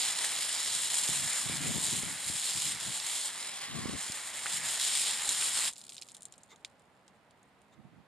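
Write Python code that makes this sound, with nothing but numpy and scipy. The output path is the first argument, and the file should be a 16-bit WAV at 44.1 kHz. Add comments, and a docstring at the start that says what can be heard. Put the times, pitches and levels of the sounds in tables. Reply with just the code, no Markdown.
"""A hose jet hisses and crackles first: its drops smack rocks and a wire screen before a hand-held camera.
The valve shuts, water trickles and drips off, the nozzle clicks; gusts buffet the two microphone ports over
a faint outdoor hum. Water is noise shaped by random impact envelopes and coloured by filters; wind is low
noise, its level set by the gusts, with single pressure pulses. Stones and nozzle give decaying sines; scuffs
are grainy noise through modes.
"""
import sys
import numpy as np
from scipy import signal
from scipy.fft import rfft, irfft, next_fast_len
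from scipy.io import wavfile
from scipy.ndimage import uniform_filter1d, map_coordinates

SR = 44100
rng = np.random.default_rng(int(sys.argv[2]) if len(sys.argv) > 2 else 0)


def log_audio(samples):
    """Write samples as a 16-bit WAV file to the path given in sys.argv[1]."""
    # one column per channel
    frames = np.atleast_2d(samples).T
    # limit to full scale, then quantise
    limited = np.clip(frames, -1, 1)
    pcm = np.round(limited * 32767).astype(np.int16)
    wavfile.write(sys.argv[1], SR, pcm)


N = 355878

# Far hum of the neighbourhood. Each row: frequency in Hz, relative density in dB per Hz.
OUTDOOR_SPECTRUM = [(30, -14), (207, -3), (323, -9), (805, -5.5), (1220, -10.5), (2060, -14), (4170, -23.5),
                    (5860, -31), (8670, -30), (15400, -43)]
# Coherence of the hum at the ports. Each row: frequency in Hz, left-right likeness (0 to 1).
OUTDOOR_LIKENESS = [(60, .56), (200, 1), (800, 0.8), (2400, 0.41), (8000, .2)]

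# Wind turbulence at the ports. Each row: frequency in Hz, relative density in dB per Hz.
BUFFET_SPECTRUM = [(25, -21.5), (139, 5), (291, 0), (487, -13.5), (700, -12.5), (910, -33.5), (1540, -120)]
# Gusts. Each row: start in seconds, length in seconds, buffet level in dB, left-right difference in dB.
GUSTS = [(.74, 0.13, -61, -12), (1.096, 0.18, -48.5, -6), (1.466, 0.087, -43, -4),
         (1.593, 0.029, -44.5, -1), (1.66, 0.028, -36.5, 0), (1.711, 0.055, -43.5, 8),
         (1.81, 0.063, -49, 10), (1.921, 0.069, -44.5, 11.5), (2.033, 0.11, -47.5, 8),
         (2.272, 0.075, -50, 8.5), (2.551, 0.025, -51, 12), (2.67, 0.076, -46.5, 5), (2.858, 0.07, -50, 6),
         (3.709, 0.25, -42.5, 7), (4.546, 0.13, -52, 5), (7.787, 0.078, -59, -16), (7.934, 0.06, -58, -12)]
# Single eddies. Each row: start in seconds, level in dB, left-right difference in dB.
PUFFS = [(1.091, -32.5, -14), (1.497, -30, 15), (1.763, -37, 8), (1.782, -30, 7), (2.033, -32.5, 16),
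         (2.299, -35.5, 14), (3.787, -34.5, 10), (3.857, -32, -27), (3.896, -30.5, -17), (3.952, -35.5, 12),
         (4.098, -34.5, 10)]
GUST_RISE_DB_PER_S, GUST_FALL_DB_PER_S, CALM_DB = 300, 347, -72.5
# Above the edge, buffeting grows as this power of the gust, matching the low part at the strong level.
EDGE_HZ, EDGE_POWER, STRONG_DB = 217, 1.8, -35

RUMBLE_DB, RUMBLE_FROM_HZ = -69, 180  # low rumble while the water runs

# Short scuffs of hand or nozzle. Each row: start in seconds, length in seconds, level in dB.
RUBS = [(6.484, 0.068, -53.5), (7.712, 0.045, -64)]
# Modes that ring when scuffed. Each row: frequency in Hz, width in Hz, level in dB.
RUBBED_MODES = [(422, 51, -2), (890, 60, -1), (1223, 52.4, 0.5), (2080, 150, -6), (3650, 200, -4.5),
                (7100, 870, -12)]
# Stones tip against one another, and the nozzle clicks at 6.648 s.
# Each row: start in seconds, level in dB, ring frequency in Hz.
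KNOCKS = [(.244, -23.5, 1870), (4.459, -24.5, 1500), (4.466, -22.5, 2000), (5.424, -22.5, 2630),
          (6.648, -37.5, 2340)]
KNOCK_CYCLES = 9.2  # cycles in which a knock decays by 60 dB

# Single drops, a dull knock at 3 s and the noisy part of the nozzle's click at 6.648 s.
# Each row: start in seconds, level in dB, low part in dB relative to that level.
SMACKS = [(1.0874, -13, -28), (3, -26, -2), (4.121, -19.5, -14), (5.2912, -7.5, -17), (5.727, -35, -16),
          (5.734, -29.5, -19), (5.765, -39, -5), (5.8145, -31, -12), (5.839, -34.5, -18),
          (5.8932, -27.5, -10), (5.9, -32, -13.5), (5.922, -34.5, -8), (5.967, -33, -9),
          (5.9808, -34.5, -3.5), (6.015, -27.5, -20), (6.022, -29, -5), (6.0872, -35.5, -8),
          (6.118, -33.5, -20), (6.147, -32.5, -16), (6.1497, -30.5, -14), (6.1675, -30, -24),
          (6.2075, -39.5, -19), (6.2215, -32.5, -16.5), (6.231, -31, -25), (6.2538, -23.5, -23),
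          (6.324, -34, -19), (6.3392, -47.5, -3), (6.3798, -36.5, -26), (6.434, -35.5, -25),
          (6.56, -42.5, -15), (6.648, -27, -7), (6.796, -48, -15), (7.0797, -43, -11), (7.309, -49, -13),
          (7.43, -48, -34), (7.6174, -46.5, -17)]
SHUT_S, SHUT_DB_PER_S = 5.685, 704  # the valve closes and the jet dies
# Water running off fades, then stops.
RUNOFF_DB, RUNOFF_DB_PER_S, DRAINED_S, DRAIN_DB_PER_S = -56, 5, 6.02, 64
DAMP_DB, DAMP_DB_PER_S = -71, 8  # the faint patter that lingers

# A hollow spot under the jet. In order: start in seconds, end in seconds, pitch in Hz, width in Hz, level in dB.
HOLLOW = (3.5, 4.1, 1100, 110, -54)
# How hard the wandering jet strikes stone. Each row: time in seconds, spray level in dB.
SPRAY_LEVEL = [(0.03, -31.5), (0.14, -35.5), (0.35, -33.5), (0.86, -33.5), (1.09, -30.5), (1.65, -38),
               (1.85, -34), (2.22, -41), (2.28, -35.5), (2.63, -33.5), (2.78, -39.5), (3.27, -35.5),
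               (3.3, -40.5), (3.82, -43), (4.12, -38.5), (4.16, -42.5), (4.37, -41), (4.58, -34),
               (4.61, -40.5), (4.7, -34), (4.785, -38), (4.81, -30.5), (5.02, -30.5), (5.25, -37),
               (5.3, -33.5), (5.68, -32)]
# Mid spatter against the spray. Each row: time in seconds, relative level in dB.
SPATTER_LEVEL = [(.76, -4.5), (1, -7.5), (1.35, -6), (2, -6.5), (2.5, -5), (4.7, -6), (4.9, -4), (5.2, -5)]
# The jet's dull drumming on stones and frame. Each row: time in seconds, level in dB.
DRUM_LEVEL = [(0.03, -42.5), (0.85, -45), (1.24, -42.5), (2.04, -46.5), (3.93, -48), (4.91, -44),
              (5.68, -43)]
# Small drops. Each row: frequency in Hz, relative density in dB per Hz.
FIZZ_SPECTRUM = [(5600, -35.5), (6200, -8.5), (7100, 0), (8400, -0.5), (10000, -6.5), (12000, -17.5),
                 (14000, -26), (15500, -43.5)]
# Middle part of the spray. Each row: frequency in Hz, relative density in dB per Hz.
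SPATTER_SPECTRUM = [(1410, -35), (2400, -6.5), (2590, -8.5), (3250, -2), (4040, 2.5), (4490, -2),
                    (5210, -1), (6200, -8), (8060, -38), (13600, -120)]
# Big drops on stone and frame. Each row: frequency in Hz, relative density in dB per Hz.
DRUM_SPECTRUM = [(260, -21), (450, -19), (809, -9.5), (1380, -9.5), (1950, -3.5), (2600, -8.5),
                 (3380, -11.5), (5720, -120)]
# Fizz level re the spray; beyond the facing bearing, fizz gives way as the camera turns.
FIZZ_DB, FACING_US, SHADE_DB_PER_US = -0.5, 26, 0.0633

# Turn of the camera. Each row: time in seconds, lead of the left port in microseconds.
BEARING = [(0, 21.6), (1, 14.5), (2.8, 2.2), (3.3, 19.5), (3.7, 60), (4.1, 17), (4.6, 4.1)]
# Coherence of the near sources at the ports. Each row: frequency in Hz, left-right likeness (0 to 1).
NEAR_LIKENESS = [(4000, 0.96), (6000, 0.63), (8500, 0.73), (14000, 0.5)]
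# Colour of the ports. Each row: frequency in Hz, left-right difference in dB.
PORT_COLOUR = [(900, -3.5), (2000, -1), (3800, -1), (5400, -4), (7000, -1), (8800, 3.5), (12000, 0)]
NOTCH_HZ, NOTCH_WIDTH_HZ, TOP_HZ = 7940, 230, 15540


def amp(db):
    """Decibels are logarithmic: twenty of them are a tenfold gain."""
    return 10 ** (np.asarray(db) / 20)


def unit(x):
    """Normalisation: dividing by the root mean square gives rms 1."""
    return x / np.sqrt(np.mean(x ** 2) + 1e-20)


def along(points, hz):
    """Interpolation of (Hz, value) points on a logarithmic frequency axis."""
    f, v = np.transpose(points)
    return np.interp(np.log(hz + 1), np.log(f + 1), v)


def curves(rows):
    """Linear interpolation in time: one curve for each column after the seconds."""
    s, *cols = np.transpose(rows)
    return [np.interp(np.arange(N) / SR, s, c) for c in cols]


def span_db(start, end, rise_db_per_s, fall_db_per_s):
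    """Exponential onset and decay: 0 dB from start to end, straight slopes in dB on either side."""
    t = np.arange(N) / SR
    before = np.maximum(start - t, 0)
    after = np.maximum(t - end, 0)
    return -rise_db_per_s * before - fall_db_per_s * after


def wobble(rate):
    """Slow random fluctuation: a spline through random knots, rate of them a second."""
    knots = rng.standard_normal(int(N * rate / SR) + 4)
    return map_coordinates(knots, [np.arange(N) * rate / SR])


def filtered(x, response):
    """Linear filtering: the spectrum of x times a complex response of frequency."""
    m = next_fast_len(N + SR // 2)
    return irfft(rfft(x, m) * response(np.fft.rfftfreq(m, 1 / SR)), m)[..., :N]


def coloured(x, spectrum, size=4096):
    """Minimum phase: folding the cepstrum makes a causal filter with this spectrum."""
    level_db = np.maximum(along(spectrum, np.fft.rfftfreq(size, 1 / SR)), -70)
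    cepstrum = irfft(np.log(amp(level_db)), size)
    cepstrum[1:size // 2] *= 2
    cepstrum[size // 2 + 1:] = 0
    impulse = irfft(np.exp(rfft(cepstrum)), size)
    return signal.fftconvolve(x, impulse[None], axes=1)[:, :N]


def resonance(f, hz, width_hz):
    """Resonance: the band-pass response of one damped mode, 1 at its centre."""
    return 1j * f * width_hz / (hz ** 2 - f ** 2 + 1j * f * width_hz)


def paired(x, alike):
    """Coherence: two unrelated signals mixed as sum and difference to a left-right likeness."""
    def turn(hz):
        return np.arccos(np.clip(along(alike, hz), -1, 1)) / 2

    mid, side = filtered(x, lambda hz: np.array([np.cos(turn(hz)), np.sin(turn(hz))]))
    return np.array([mid + side, mid - side])


def impacts(rate, spread_db, burst_s, bed=0.83):
    """Shot noise: rate random smacks a second, power decaying by e in burst_s, over a steady mist (bed)."""
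    sizes = (rng.random(N) < rate / SR) * amp(spread_db * np.clip(rng.standard_normal(N), -3, 2.5))
    life = np.exp(-np.arange(400) / (burst_s * SR))
    power = abs(signal.fftconvolve(sizes ** 2, life)[:N])
    return unit(rng.standard_normal((2, N)) * np.sqrt(power / power.mean() + bed))


def patchy(x, depth_db):
    """Time-frequency modulation: random patches of gain, as the spray wanders over uneven stones."""
    z = signal.stft(x, nperseg=512)[2]
    field = uniform_filter1d(rng.standard_normal(z.shape[1:]), size=7, axis=0)
    field = uniform_filter1d(field, size=16, axis=1)
    return signal.istft(z * amp(depth_db * unit(field)), nperseg=512)[1][:, :N]


def outdoors():
    """Diffuse field: a steady far hum whose likeness at the two ports depends on frequency."""
    noise = paired(rng.standard_normal((2, N)), OUTDOOR_LIKENESS)
    hum = unit(coloured(noise, OUTDOOR_SPECTRUM))
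    return amp(-64.5 + np.array([[-1.2], [1.2]])) * hum


def puffs():
    """Pressure pulse: each single eddy pushes the diaphragm with a rounded shove and a slower return."""
    pulses, t = np.zeros((2, N + SR)), np.arange(SR // 50) / SR
    for s, db, side_db in PUFFS:
        u = t / 0.0006 * amp(0.6 * (db + 32))  # weaker eddies are slower
        push = u ** 2 * (3 - u) * np.exp(-u)
        at = round(s * SR)
        pulses[:, at:at + len(u)] -= amp(db + np.array([[side_db], [-side_db]]) / 2) * push
    return pulses[:, :N]


def wind():
    """Turbulence: lumpy low buffeting, unrelated from port to port, that brightens in stronger gusts."""
    lumps = amp(4.5 * np.minimum([wobble(45), wobble(45)], 1.4))
    buffet = unit(lumps * coloured(rng.standard_normal((2, N)), BUFFET_SPECTRUM))
    low = filtered(buffet, lambda hz: 1 / (1 + (hz / EDGE_HZ) ** 4))
    gusts = amp(CALM_DB)
    for s, length, db, side_db in GUSTS:
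        balance = amp([[side_db / 2], [-side_db / 2]])
        swell_db = span_db(s, s + length, GUST_RISE_DB_PER_S, GUST_FALL_DB_PER_S)
        gusts = gusts + balance * amp(db + swell_db)
    edge = amp(STRONG_DB) * (gusts / amp(STRONG_DB)) ** EDGE_POWER
    return gusts * low + edge * (buffet - low) + puffs()


def rumble():
    """Incoherent noise: a low rumble, unrelated from port to port, lasts as long as the water runs."""
    def response(hz):
        return amp(along(BUFFET_SPECTRUM, hz)) / (1 + (RUMBLE_FROM_HZ / (hz + 1)) ** 4)

    noise = filtered(rng.standard_normal((2, N)), response)
    return amp(RUMBLE_DB + span_db(0, SHUT_S, 0, SHUT_DB_PER_S)) * unit(noise)


def rubs():
    """Friction excites modes: grains swell and fade in a bright scrape that sinks into a low knock."""
    t = np.arange(N) / SR

    def stroke(late):
        """Sine-squared envelopes: a larger exponent puts the peak later."""
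        total = 0
        for s, length, db in RUBS:
            total = total + amp(db) * np.sin(np.pi * np.clip((t - s) / length, 0, 1) ** late) ** 2
        return total

    def body(f):
        """Superposition: the modes add with alternating sign."""
        return sum((-1) ** k * amp(db) * resonance(f, hz, width_hz)
                   for k, (hz, width_hz, db) in enumerate(RUBBED_MODES))

    def low(f):
        return 1 / (1 + (f / 1500) ** 4)

    grains = impacts(900, spread_db=0.5, burst_s=0.001)
    scrape = filtered(stroke(0.99) * grains, lambda f: 1 - low(f))
    thud = 0.99 * filtered(stroke(2.1) * grains, low)
    return filtered(scrape + thud, body) / filtered(grains[0], body).std()


def knocks():
    """Damped oscillation: wet stones clack, and the nozzle clicks, as sines that die in a few cycles."""
    blows, t = np.zeros((2, N + SR)), np.arange(SR // 50) / SR
    for s, db, hz in KNOCKS:
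        decay = amp(db - 60 * t * hz / KNOCK_CYCLES)
        onset = 2 * (1 - np.exp(-3 * t * hz))
        at = round(s * SR)
        blows[0, at:at + len(t)] += decay * np.sin(2 * np.pi * hz * t) * onset
    return blows[:, :N]


def smacks():
    """Impact transient: each drop, knock or click is a dry crack, then ticking splinters over a short spatter."""
    low, high = np.zeros((2, N + SR)), np.zeros((2, N + SR))
    t = np.arange(SR // 20) / SR
    for s, db, low_db in SMACKS:
        splinters = amp(9.9 * (rng.random(len(t)) < 500 / SR))
        envelope = amp(-60 * t / 0.0046) + 0.26 * splinters * amp(-60 * t / 0.05)
        smack = envelope * rng.standard_normal((2, len(t)))
        smack[0, 0] = 3  # the crack
        smack /= np.linalg.norm(smack[0])
        at = round(s * SR)
        high[:, at:at + len(t)] += amp(db + 19.5) * smack
        low[:, at:at + len(t)] += amp(db + low_db + 26) * smack
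    dull = filtered(high, lambda hz: 1 / (1 + 1j * hz / 11000) ** 2)  # a lone drop has less top than the mist
    return coloured(dull, FIZZ_SPECTRUM) + coloured(low, SPATTER_SPECTRUM) + 0.3 * coloured(low, DRUM_SPECTRUM)


def trickle():
    """Sparse shot noise: small drops patter from the screen after the valve shuts, fading exponentially."""
    since = np.arange(N) / SR - SHUT_S
    runoff = amp(RUNOFF_DB - RUNOFF_DB_PER_S * since + span_db(0, DRAINED_S, 0, DRAIN_DB_PER_S))
    damp = amp(DAMP_DB - DAMP_DB_PER_S * since)
    drops = amp(1.42 * wobble(31)) * impacts(260, spread_db=3, burst_s=0.0006, bed=0.12)
    fizz = amp(2.3 * wobble(45)) * unit(coloured(drops, FIZZ_SPECTRUM))
    spatter = 0.67 * amp(0.93 * wobble(45)) * unit(coloured(drops, SPATTER_SPECTRUM))
    return (since > 0) * (runoff + damp) * unit(fizz + spatter)


def hollow():
    """Cavity resonance: a hollow among the stones hums in a narrow band while the jet passes over it."""
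    start, end, hz, width_hz, db = HOLLOW
    passing = np.sin(np.pi * np.clip((np.arange(N) / SR - start) / (end - start), 0, 1))
    hum = unit(filtered(rng.standard_normal((2, N)), lambda f: resonance(f, hz, width_hz)))
    return amp(db) * passing * hum


def jet():
    """Clumped shot noise: slugs of water arrive; small drops fizz, big ones drum on stone and frame."""
    spray_db, = curves(SPRAY_LEVEL)
    shade_db = SHADE_DB_PER_US * np.maximum(curves(BEARING)[0] - FACING_US, 0)
    clumps_db = 1.01 * wobble(25) + 0.63 * wobble(110)
    drops = impacts(2500, spread_db=4, burst_s=0.00031)
    # Lone drops crack dry, mostly in the treble.
    snap_sizes = (rng.random(N) < 90 / SR) * amp(22.5 - 8.2 * rng.random(N))
    snaps = snap_sizes * rng.choice([-1, 1], (2, N))
    big = drops + 0.7 * impacts(1600, spread_db=0.5, burst_s=0.00036)

    fizz_db = spray_db + FIZZ_DB - shade_db + 1.39 * clumps_db + 0.46 * wobble(18)
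    fizz = amp(fizz_db) * unit(coloured(drops + snaps, FIZZ_SPECTRUM))
    spatter_db = spray_db + curves(SPATTER_LEVEL)[0] + 0.5 * shade_db + clumps_db
    spatter = amp(spatter_db) * unit(coloured(drops + 0.4 * snaps, SPATTER_SPECTRUM))
    drum_db = curves(DRUM_LEVEL)[0] + 0.52 * clumps_db
    drum = amp(drum_db) * unit(coloured(big, DRUM_SPECTRUM))
    return amp(span_db(0, SHUT_S, 0, SHUT_DB_PER_S)) * patchy(fizz + spatter + drum, depth_db=1.0)


def ports(x):
    """Arrival-time difference: the left port hears first as the camera's turn dictates; colours differ."""
    hz, t, z = signal.stft(paired(x, NEAR_LIKENESS), SR, nperseg=512)
    lead_s = np.interp(t, *np.transpose(BEARING)) * 1e-6
    # Half the difference in level and phase goes to each port, in opposite senses.
    half = amp(along(PORT_COLOUR, hz) / 2)[:, None] * np.exp(1j * np.pi * hz[:, None] * lead_s)
    return signal.istft(z * [half, 1 / half], SR, nperseg=512)[1][:, :N]


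def scene():
    """Superposition: near sources pass the port model, then rumble, wind and hum are added."""
    near = jet() + hollow() + trickle() + smacks() + knocks() + rubs()
    return ports(near) + rumble() + wind() + outdoors()


def record(dry):
    """Band limitation: the camera cuts deep bass, notches the treble and keeps nothing above its limit."""
    def response(hz):
        bass_cut = (1j * hz / (45 + 1j * hz)) ** 2
        notch = 1 - 0.93 * resonance(hz, NOTCH_HZ, NOTCH_WIDTH_HZ)
        return bass_cut * notch * (hz < TOP_HZ)

    return filtered(dry, response)


dry = scene()
out = record(dry)
log_audio(out)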